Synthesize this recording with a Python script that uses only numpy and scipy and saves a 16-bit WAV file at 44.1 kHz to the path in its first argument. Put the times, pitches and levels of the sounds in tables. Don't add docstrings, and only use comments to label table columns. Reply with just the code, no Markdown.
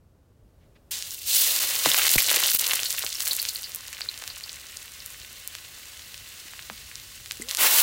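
import sys
import numpy as np
from scipy import signal
from scipy.fft import rfft, irfft
from scipy.io import wavfile

SR = 44100
rng = np.random.default_rng(int(sys.argv[2]) if len(sys.argv) > 2 else 0)


def to_wav(s):
    ch = np.atleast_2d(s).T
    pcm = np.round(np.clip(ch, -1, 1) * 32767)
    wavfile.write(sys.argv[1], SR, pcm.astype(np.int16))


N = 344862
T_S = np.arange(N) / SR
FREQ_HZ = np.maximum(np.arange(N // 2 + 1) * SR / N, 1)

# frequency in Hz, relative level in dB per Hz.
YARD_SPECTRUM = [(100,-1), (250,0.5), (390,-0.5), (560,-1), (1000,-14), (1550,-16), (2200,-20), (5000,-23),
                 (15000,-26)]
# time in seconds, level in dB.
YARD_LEVEL = [(0, -67), (.35, -66), (.7, -62.5), (7.82, -66.5)]
# frequency in Hz, relative level in dB per Hz.
FIRE_SPECTRUM = [(15,-46), (25,-17), (45,0), (65,2.5), (95,0.5), (145,-8.5), (210,-14.5), (320,-21),
                 (700,-37), (2000,-74)]
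# time in seconds, level in dB.
FIRE_LEVEL = [(0, -58), (3.5, -59.5), (6.0, -59), (7.35, -54), (7.82, -65)]
# centre in seconds, level in dB, bell width in seconds.
LADLE_BRUSHES = [(0.632, -71, 0.022), (0.763, -60.5, 0.0066), (0.78, -75, 0.013)]
# time in seconds, bursts per second before clumping, steam hiss in dB re the bursts.
FRYING_GRAIN = [(0, 5900, 2), (1.0, 5100, 9), (1.18, 2300, -3.5), (1.29, 10500, 7.5), (1.6, 5000, 5.5),
                (2.0, 3380, -1), (2.5, 2700, -4), (3.0, 1170, -2.5), (3.7, 1050, 0), (4.4, 1030, 4),
                (5.5, 1000, 8.5), (7.3, 1100, 10.5), (7.53, 1800, -8), (7.6, 12600, 9), (7.82, 17400, 1.5)]
# frequency in Hz, relative level in dB per Hz.
OIL_SPECTRUM = [(250,-13.5), (450,-15.5), (620,-12.5), (900,-15), (1350,-13), (2200,-6.5), (2900,-4),
                (4000,1.5), (5200,-0.5), (7600,1.5), (11500,2.5), (15500,6)]
# centre in Hz, width in Hz, gain in dB.
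BOWL_MODES = [(667, 86, 1), (880, 250, -4), (904, 12, 5), (1077, 49, 4.5), (1507, 8.7, 4.5),
              (2380, 260, -2.5), (2430, 42, 7), (2700, 86, 3), (2970, 380, 3.5), (4300, 480, 0.5),
              (15500, 1500, 1)]
REGISTER_LOWER_EDGES_HZ = [280, 1000, 2400, 8500]
# level in dB re a brisk sizzle,
# extra dB per dB of vigour, share of the coarseness, share of the extra fizz.
FRYING_REGISTERS = [(-20, 0.24, 1.03, 0.24), (-11, 0, 1.06, 0.38), (0, 0, 0, 0.11), (1.5, 0.3, 0.15, 1.0)]
# time in seconds, sizzle level in dB, coarseness in dB.
FRYING_VIGOUR = [(0.91, -42.5, 4.5), (1.235, -43.5, -6.5), (1.282, -27, -10), (1.48, -26, -3),
                 (1.676, -30.5, 1.9), (2.45, -28.5, -4.5), (2.9, -35, -1), (3.35, -38.5, 0.6),
                 (3.82, -46, 6.5), (4.24, -46, 6.5), (4.67, -47.5, 5.5), (6.6, -47.5, 5), (7.1, -47.5, 4),
                 (7.4, -48, -0.5)]
# start in seconds, attack in seconds, hold in seconds, fade in dB per second,
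# sizzle level in dB, coarseness in dB, extra fizz in dB.
FRYING_FLARES = [(0.902, 0.0073, .002, 287, -36.5, -16, 7), (0.911, .009, .004, 76, -31, -6, -13),
                 (1.044, .026, 0.077, 94, -48, -6, 8), (1.326, 0.026, .01, 117, -25, -8.5, 6.5),
                 (1.83, .026, 0.016, 62, -29, 7, 0), (1.921, 0.056, 0.083, 176, -28.5, 5.5, 1),
                 (2.064, .02, 0.111, 220, -26, -6, 3), (2.265, 0.021, 0.16, 287, -31.5, 9, -2),
                 (2.478, 0.034, 0.038, 270, -37.5, 1.5, 15), (2.595, 0.014, 0.15, 86, -37, 9.5, -1.2),
                 (3.188, .012, .007, 150, -33.5, -1, 5.5), (3.25, 0.0091, .016, 47, -35.5, 0, 4),
                 (7.283, .027, 0.19, 94, -51.5, 6.5, -0.5), (7.472, 0.031, 0.024, 140, -37, 2.5, 1),
                 (7.573, 0.044, 0.051, 208, -24, 7.5, 2.5), (7.647, 0.094, .09, 50, -24.5, 2.5, 5.5)]
# centre in seconds, length in seconds, depth in dB (negative: a rise).
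SIZZLE_DIPS = [(1.594, 0.0091, 11), (2.086, 0.0079, 13), (2.171, 0.013, 12), (2.381, .009, 5.5),
               (2.474, 0.0055, -4.5), (2.527, 0.012, 9), (2.578, 0.015, 15.5)]
# centre in seconds, peak in dB, pitch in Hz, spread in octaves.
LOUD_POPS = [(1.0245, -11.5, 4360, 0.87), (1.108, -16, 6240, .45), (1.5632, -5, 6820, 0.98),
             (1.589, -8, 5900, .9), (1.917, -9, 3500, 0.2), (1.9451, -1, 2360, 1), (2.0186, -7, 2700, .8),
             (2.041, -7, 4130, 1.2), (2.0675, -2.5, 3400, 1.3), (2.295, -7.5, 3340, 0.34),
             (2.3432, -8, 2720, 0.91), (2.404, -7.5, 3770, 1.6), (2.5007, -3.5, 5530, 0.61),
             (2.5737, -7.5, 13900, 0.77), (2.594, -6, 5560, 0.73), (2.6677, -3, 5900, 0.92),
             (2.7114, -7.5, 2880, 0.63), (2.7346, -9, 1730, 1.14), (2.7416, -18, 10400, 1),
             (2.7637, -16, 6300, 1.4), (2.8015, -11, 6460, 1.3), (2.833, -8.5, 4100, 1.1),
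             (2.9935, -7.5, 12800, 2), (3.065, -8.5, 3530, .75), (3.2578, -9, 14000, 1.8),
             (3.2713, -12, 2800, 1.1), (3.2848, -5, 12600, .9), (3.3325, -4.5, 13000, 1.1),
             (3.4177, -6, 14000, 0.45), (3.4279, -8.5, 14000, 1.5), (3.4524, -9.5, 3530, 0.76),
             (3.493, -9.5, 8000, 0.68), (3.5495, -14, 13900, .6), (3.6222, -16.5, 14000, 0.76),
             (3.7478, -8, 14200, 0.94), (3.7598, -11, 13300, 0.73), (3.8769, -20, 14000, .8),
             (4.0086, -18, 2330, 1.3), (4.177, -18.5, 4400, 0.99), (4.2232, -23.5, 1410, 1.4),
             (4.239, -20.5, 2480, 1.4), (4.2775, -13, 4600, 1.2), (4.4942, -18, 4140, 0.39),
             (4.5302, -19.5, 7350, .35), (4.771, -15.5, 6500, 0.64), (5.0039, -24, 4800, 0.26),
             (5.0613, -14.5, 14000, 1.2), (5.4757, -8.5, 14200, 1.08), (5.5519, -17.5, 2930, 1.25),
             (6.1436, -22, 3300, 0.76), (6.5358, -27, 1550, 0.86), (6.593, -22.5, 2020, 0.64),
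             (6.915, -27, 2110, 0.45), (6.956, -16.5, 5240, 0.55), (7.2601, -22, 3500, 1.2),
             (7.311, -11.5, 3030, 0.89), (7.3201, -14, 8400, 1.2), (7.422, -15, 8240, 0.27),
             (7.5115, -7.5, 4530, 0.85), (7.549, -5.5, 5100, 1.2), (7.5713, -3.5, 6530, 0.84)]
# centre in seconds, peak in dB, pitch in Hz, spread in octaves, falling sweep in ms.
PLOPS_AND_THUMP = [(1.8605, -8, 764, 0.73, 2.34), (1.8595, -4, 4100, 0.51, 1.23),
                   (2.1690, -22.5, 64, 2.1, 4.5), (2.5500, -41, 169, 0.56, 2.2),
                   (3.0380, -23, 1210, 0.94, 1.9), (3.0450, -29.5, 590, 1.3, 1.73),
                   (6.4580, -49, 292, 0.32, 3.5), (6.7002, -22.5, 1070, 1.24, 2.04),
                   (7.4010, -31, 290, 0.51, 1.55)]
# start in seconds, level in dB, pitch in Hz, rise in Hz per second, t60 in seconds.
LOW_HUMS = [(1.866, -34, 150, 3, 0.17), (1.867, -19.5, 290, 0, 0.046), (2.171, -17, 45.6, -3, 0.041),
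            (6.707, -40.5, 207, 500, 0.13), (7.402, -41, 240, 100, 0.23), (7.414, -47, 403, 2000, 0.51)]
# start in seconds, peak in dB, pitch in Hz, t60 in seconds, scattered tail in dB re the note.
BUBBLE_PINGS = [(2.1824, -4, 2260, 0.0026, -17), (2.437, -13, 3200, 0.0069, -10),
                (2.793, -12, 2940, 0.0016, -25), (2.859, -21, 4300, 0.01, -5),
                (3.1530, -21.5, 5480, 0.012, -14), (3.3100, -16, 4160, 0.0095, -5),
                (3.398, -18, 4530, 0.011, -11), (3.487, -22.5, 4370, 0.01, -4.5),
                (3.558, -20.5, 4300, 0.0076, -17), (3.642, -26, 4530, 0.0099, -4.5),
                (4.0170, -17, 4560, 0.0021, -16), (4.0880, -15.5, 4130, 0.011, -18),
                (4.3000, -28, 4300, 0.011, -5.5), (4.4375, -29, 4530, .016, -6.5),
                (7.4192, -29.5, 2048, 0.026, -26)]
# time in seconds, level in dB.
SPLASH_LEVEL = [(7.40, -80), (7.47, -60), (7.575, -50), (7.615, -34), (7.655, -29.5), (7.70, -39),
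                (7.82, -35)]

CUTOFF_HZ = 15900
GARLIC_LANDS_S = .908
BRISK_DB = -30
POP_SWEEP_MS = .8
SPITS_PER_S, SPIT_PEAK_DB = 26, -15.5
SPIT_RATE_DB_PER_DB, SPIT_PEAK_DB_PER_DB = .7, .75
SPIT_HZ, SPIT_RANGE_OCTAVES, SPIT_SCATTER_DB = 8000, 1.0, 4
SPIT_DROP_OCTAVES_PER_DB = .07


def from_db(db):
    return 10 ** (np.asarray(db) / 20)


def rms_one(x):
    return x / np.sqrt(np.mean(x ** 2) + 1e-20)


def in_time(rows):
    time_s, *columns = np.transpose(rows)
    return [np.interp(T_S, time_s, column) for column in columns]


def shaped(x, gain):
    return irfft(rfft(x) * gain, N)


def shaped_noise(gain):
    return rms_one(shaped(rng.standard_normal(N), gain))


def colour(points):
    hz, db = np.transpose(points)
    return from_db(np.interp(np.log(FREQ_HZ), np.log(hz), db))


def hump(hz, centre_hz, octaves):
    return np.exp(-.5 * (np.log2(hz / centre_hz) / octaves) ** 2)


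def drift(rate_hz):
    return shaped_noise(1 / (1 + (FREQ_HZ / rate_hz) ** 2))


def add(out, start_s, sound):
    at = int(round(start_s * SR))
    out[at:at + len(sound)] += sound[:N - at]


def burst(hz, octaves, sweep_ms, size):
    f_hz = np.maximum(np.arange(size // 2 + 1) * SR / size, 1)
    f_khz, centre_khz = f_hz / 1000, hz / 1000
    cycles = sweep_ms * (2 * np.sqrt(f_khz) - f_khz / np.sqrt(centre_khz))
    gain = hump(f_hz, hz, octaves) / (1 + (f_hz / CUTOFF_HZ) ** 20)
    phase = np.exp(-2j * np.pi * (cycles + rng.random()))
    wave = np.roll(irfft(gain * phase), size // 2)
    return wave / np.abs(wave).max()


def bursts(rows, size):
    out = np.zeros(N)
    for centre_s, db, hz, octaves, sweep_ms in rows:
        add(out, centre_s - size / 2 / SR, from_db(db) * burst(hz, octaves, sweep_ms, size))
    return out


def yard():
    level_db, = in_time(YARD_LEVEL)
    return shaped_noise(colour(YARD_SPECTRUM)) * from_db(level_db)


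def fire(flicker_db=1.4):
    level_db, = in_time(FIRE_LEVEL)
    return shaped_noise(colour(FIRE_SPECTRUM)) * from_db(level_db + flicker_db * drift(10.0))


def brushes(centre_hz=2200, octaves=0.75):
    touch = np.zeros(N)
    for centre_s, db, width_s in LADLE_BRUSHES:
        touch += from_db(db) * np.exp(-.5 * ((T_S - centre_s) / width_s) ** 2)
    return touch * shaped_noise(hump(FREQ_HZ, centre_hz, octaves))


def registers():
    vigour_db, coarse_db = in_time(FRYING_VIGOUR)
    register_db, follows, coarse_share, fizz_share = np.transpose(FRYING_REGISTERS)[:, :, None]
    steady_db = vigour_db + follows * (vigour_db - BRISK_DB) + coarse_share * coarse_db
    power = from_db(steady_db) ** 2
    for start_s, attack_s, hold_s, fade_db_per_s, db, flare_coarse_db, fizz_db in FRYING_FLARES:
        since_s = T_S - start_s
        fading_s = np.clip(since_s - attack_s - hold_s, 0, 2)
        swell = np.clip(since_s / attack_s, 0, 1) * from_db(-fade_db_per_s * fading_s)
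        flare_db = db + coarse_share * flare_coarse_db + fizz_share * fizz_db
        power = power + (swell * from_db(flare_db)) ** 2
    return 10 * np.log10(power) + register_db


def crackle(per_s, low_size_db=3.0, high_size_db=6.0, largest=4.67, clump_db=3.0, octaves=0.62,
            sweep_ms=1.0, count=14):
    born = rng.random(N) < per_s * from_db(clump_db * drift(40)) / SR
    luck = np.minimum(rng.exponential(1, N), largest)
    push = rng.choice([-1, 1], N) / np.sqrt(per_s)
    dealt = (count * np.sqrt(rng.random(N))).astype(int)
    pitches_hz = np.geomspace(450, 17000, count)
    sizes_db = np.linspace(low_size_db, high_size_db, count)
    out = np.zeros(N)
    for k, (hz, size_db) in enumerate(zip(pitches_hz, sizes_db)):
        at = born & (dealt == k)
        clicks = np.zeros(N)
        clicks[at] = push[at] * from_db(size_db * luck[at])
        wave = burst(hz, octaves, sweep_ms, size=1024)
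        wave = wave / np.abs(rfft(wave)).max()
        out += signal.oaconvolve(rms_one(clicks), wave, "same")
    return rms_one(out)


def frying(flutter_db=0.97, own_flutter_db=0.5):
    per_s, hiss_db = in_time(FRYING_GRAIN)
    hiss = from_db(hiss_db)
    source = (crackle(per_s) + hiss * rng.standard_normal(N)) / np.sqrt(1 + hiss ** 2)
    bowl_db = sum(db / (1 + (2 * (FREQ_HZ - hz) / width_hz) ** 2) for hz, width_hz, db in BOWL_MODES)
    tone = colour(OIL_SPECTRUM) * from_db(bowl_db)
    above = [1 / (1 + (edge_hz / FREQ_HZ) ** 6) for edge_hz in REGISTER_LOWER_EDGES_HZ] + [0]
    out = np.zeros(N)
    for k, level_db in enumerate(registers()):
        register = rms_one(shaped(source, tone * (above[k] - above[k + 1])))
        out += register * from_db(level_db + own_flutter_db * drift(38))
    return out * from_db(flutter_db * drift(75))


def presence(swell_s=0.0044):
    dips_db = np.zeros(N)
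    for centre_s, length_s, depth_db in SIZZLE_DIPS:
        offset = np.abs(2 * (T_S - centre_s) / length_s).clip(0, 10)
        dips_db += depth_db * np.exp(-offset ** 4)
    return np.clip((T_S - GARLIC_LANDS_S) / swell_s, 0, 1) * from_db(-dips_db)


def lesser_spits(octaves=0.62, sweep_ms=1.0, count=400):
    _, _, sizzle_db, _ = registers()
    _, coarse_db = in_time(FRYING_VIGOUR)
    chance = rng.random((count, 4))
    slot_s = (T_S[-1] - GARLIC_LANDS_S) / count
    centre_s = GARLIC_LANDS_S + slot_s * (np.arange(count) + chance[:, 0])
    over_db = np.interp(centre_s, T_S, sizzle_db) - BRISK_DB
    per_s = SPITS_PER_S * from_db(SPIT_RATE_DB_PER_DB * over_db)
    happens = chance[:, 1] < per_s * slot_s
    db = SPIT_PEAK_DB + SPIT_PEAK_DB_PER_DB * over_db + SPIT_SCATTER_DB * (2 * chance[:, 2] - 1)
    drop_octaves = SPIT_DROP_OCTAVES_PER_DB * np.interp(centre_s, T_S, coarse_db)
    hz = SPIT_HZ * 2 ** (SPIT_RANGE_OCTAVES * (2 * chance[:, 3] - 1) - drop_octaves)
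    spits = np.column_stack([centre_s, db, hz])[happens]
    return [(*spit, octaves, sweep_ms) for spit in spits]


def pops():
    loud = [(*pop, POP_SWEEP_MS) for pop in LOUD_POPS]
    return bursts(loud + lesser_spits(), size=1024)


def plops_and_thump():
    return bursts(PLOPS_AND_THUMP, size=8192)


def hums(rise_s=0.0025):
    out, t_s = np.zeros(N), T_S[:SR // 4]
    for start_s, db, hz, climb_hz_per_s, t60_s in LOW_HUMS:
        hum = np.sin(2 * np.pi * (hz + climb_hz_per_s * t_s / 2) * t_s)
        add(out, start_s, hum * from_db(db - 60 * t_s / t60_s) * (1 - np.exp(-t_s / rise_s)))
    return out


def pings(tail_t60_s=0.097, rise_s=.0007, tail_octaves=.16):
    out, t_s = np.zeros(N), T_S[:SR // 5]
    size = len(t_s)
    f_hz = np.maximum(np.arange(size // 2 + 1) * SR / size, 1)
    for start_s, db, hz, t60_s, tail_db in BUBBLE_PINGS:
        envelope = from_db(-60 * t_s / t60_s) * (1 - np.exp(-(t_s / rise_s) ** 2))
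        note = np.sin(2 * np.pi * hz * t_s) * envelope
        note = note / np.abs(note).max()
        scatter = rms_one(irfft(rfft(rng.standard_normal(size)) * hump(f_hz, hz, tail_octaves), size))
        tail = scatter * from_db(tail_db - 60 * t_s / tail_t60_s)
        add(out, start_s, from_db(db) * (note + tail))
    return out


def splash(per_s=1500, centre_hz=1020, octaves=0.45):
    level_db, = in_time(SPLASH_LEVEL)
    bubbles = (rng.random(N) < per_s / SR) * rng.standard_normal(N)
    return rms_one(shaped(bubbles, hump(FREQ_HZ, centre_hz, octaves))) * from_db(level_db)


def reflections(x, wet_db, t60_s):
    t_s = T_S[:SR // 8]
    echo = rng.standard_normal(len(t_s)) * from_db(-60 * t_s / t60_s) * (t_s > .001)
    echo = echo / np.sqrt(np.sum(echo ** 2))
    return from_db(wet_db) * signal.oaconvolve(x, echo)[:N]


def scene():
    background = yard() + fire() + brushes()
    sizzle = frying()
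    sizzle = presence() * (sizzle + reflections(sizzle, wet_db=-14, t60_s=.06))
    hits = pops() + plops_and_thump()
    hits = hits + reflections(hits, wet_db=-13.0, t60_s=0.15)
    return (background + sizzle + hits + hums() + pings() + splash())[None]


def record(dry):
    top = .65
    low_pass = signal.ellip(12, .2, 80, CUTOFF_HZ, fs=SR, output="sos")
    return signal.sosfilt(low_pass, top * np.tanh(dry / top))


dry = scene()
out = record(dry)
to_wav(out)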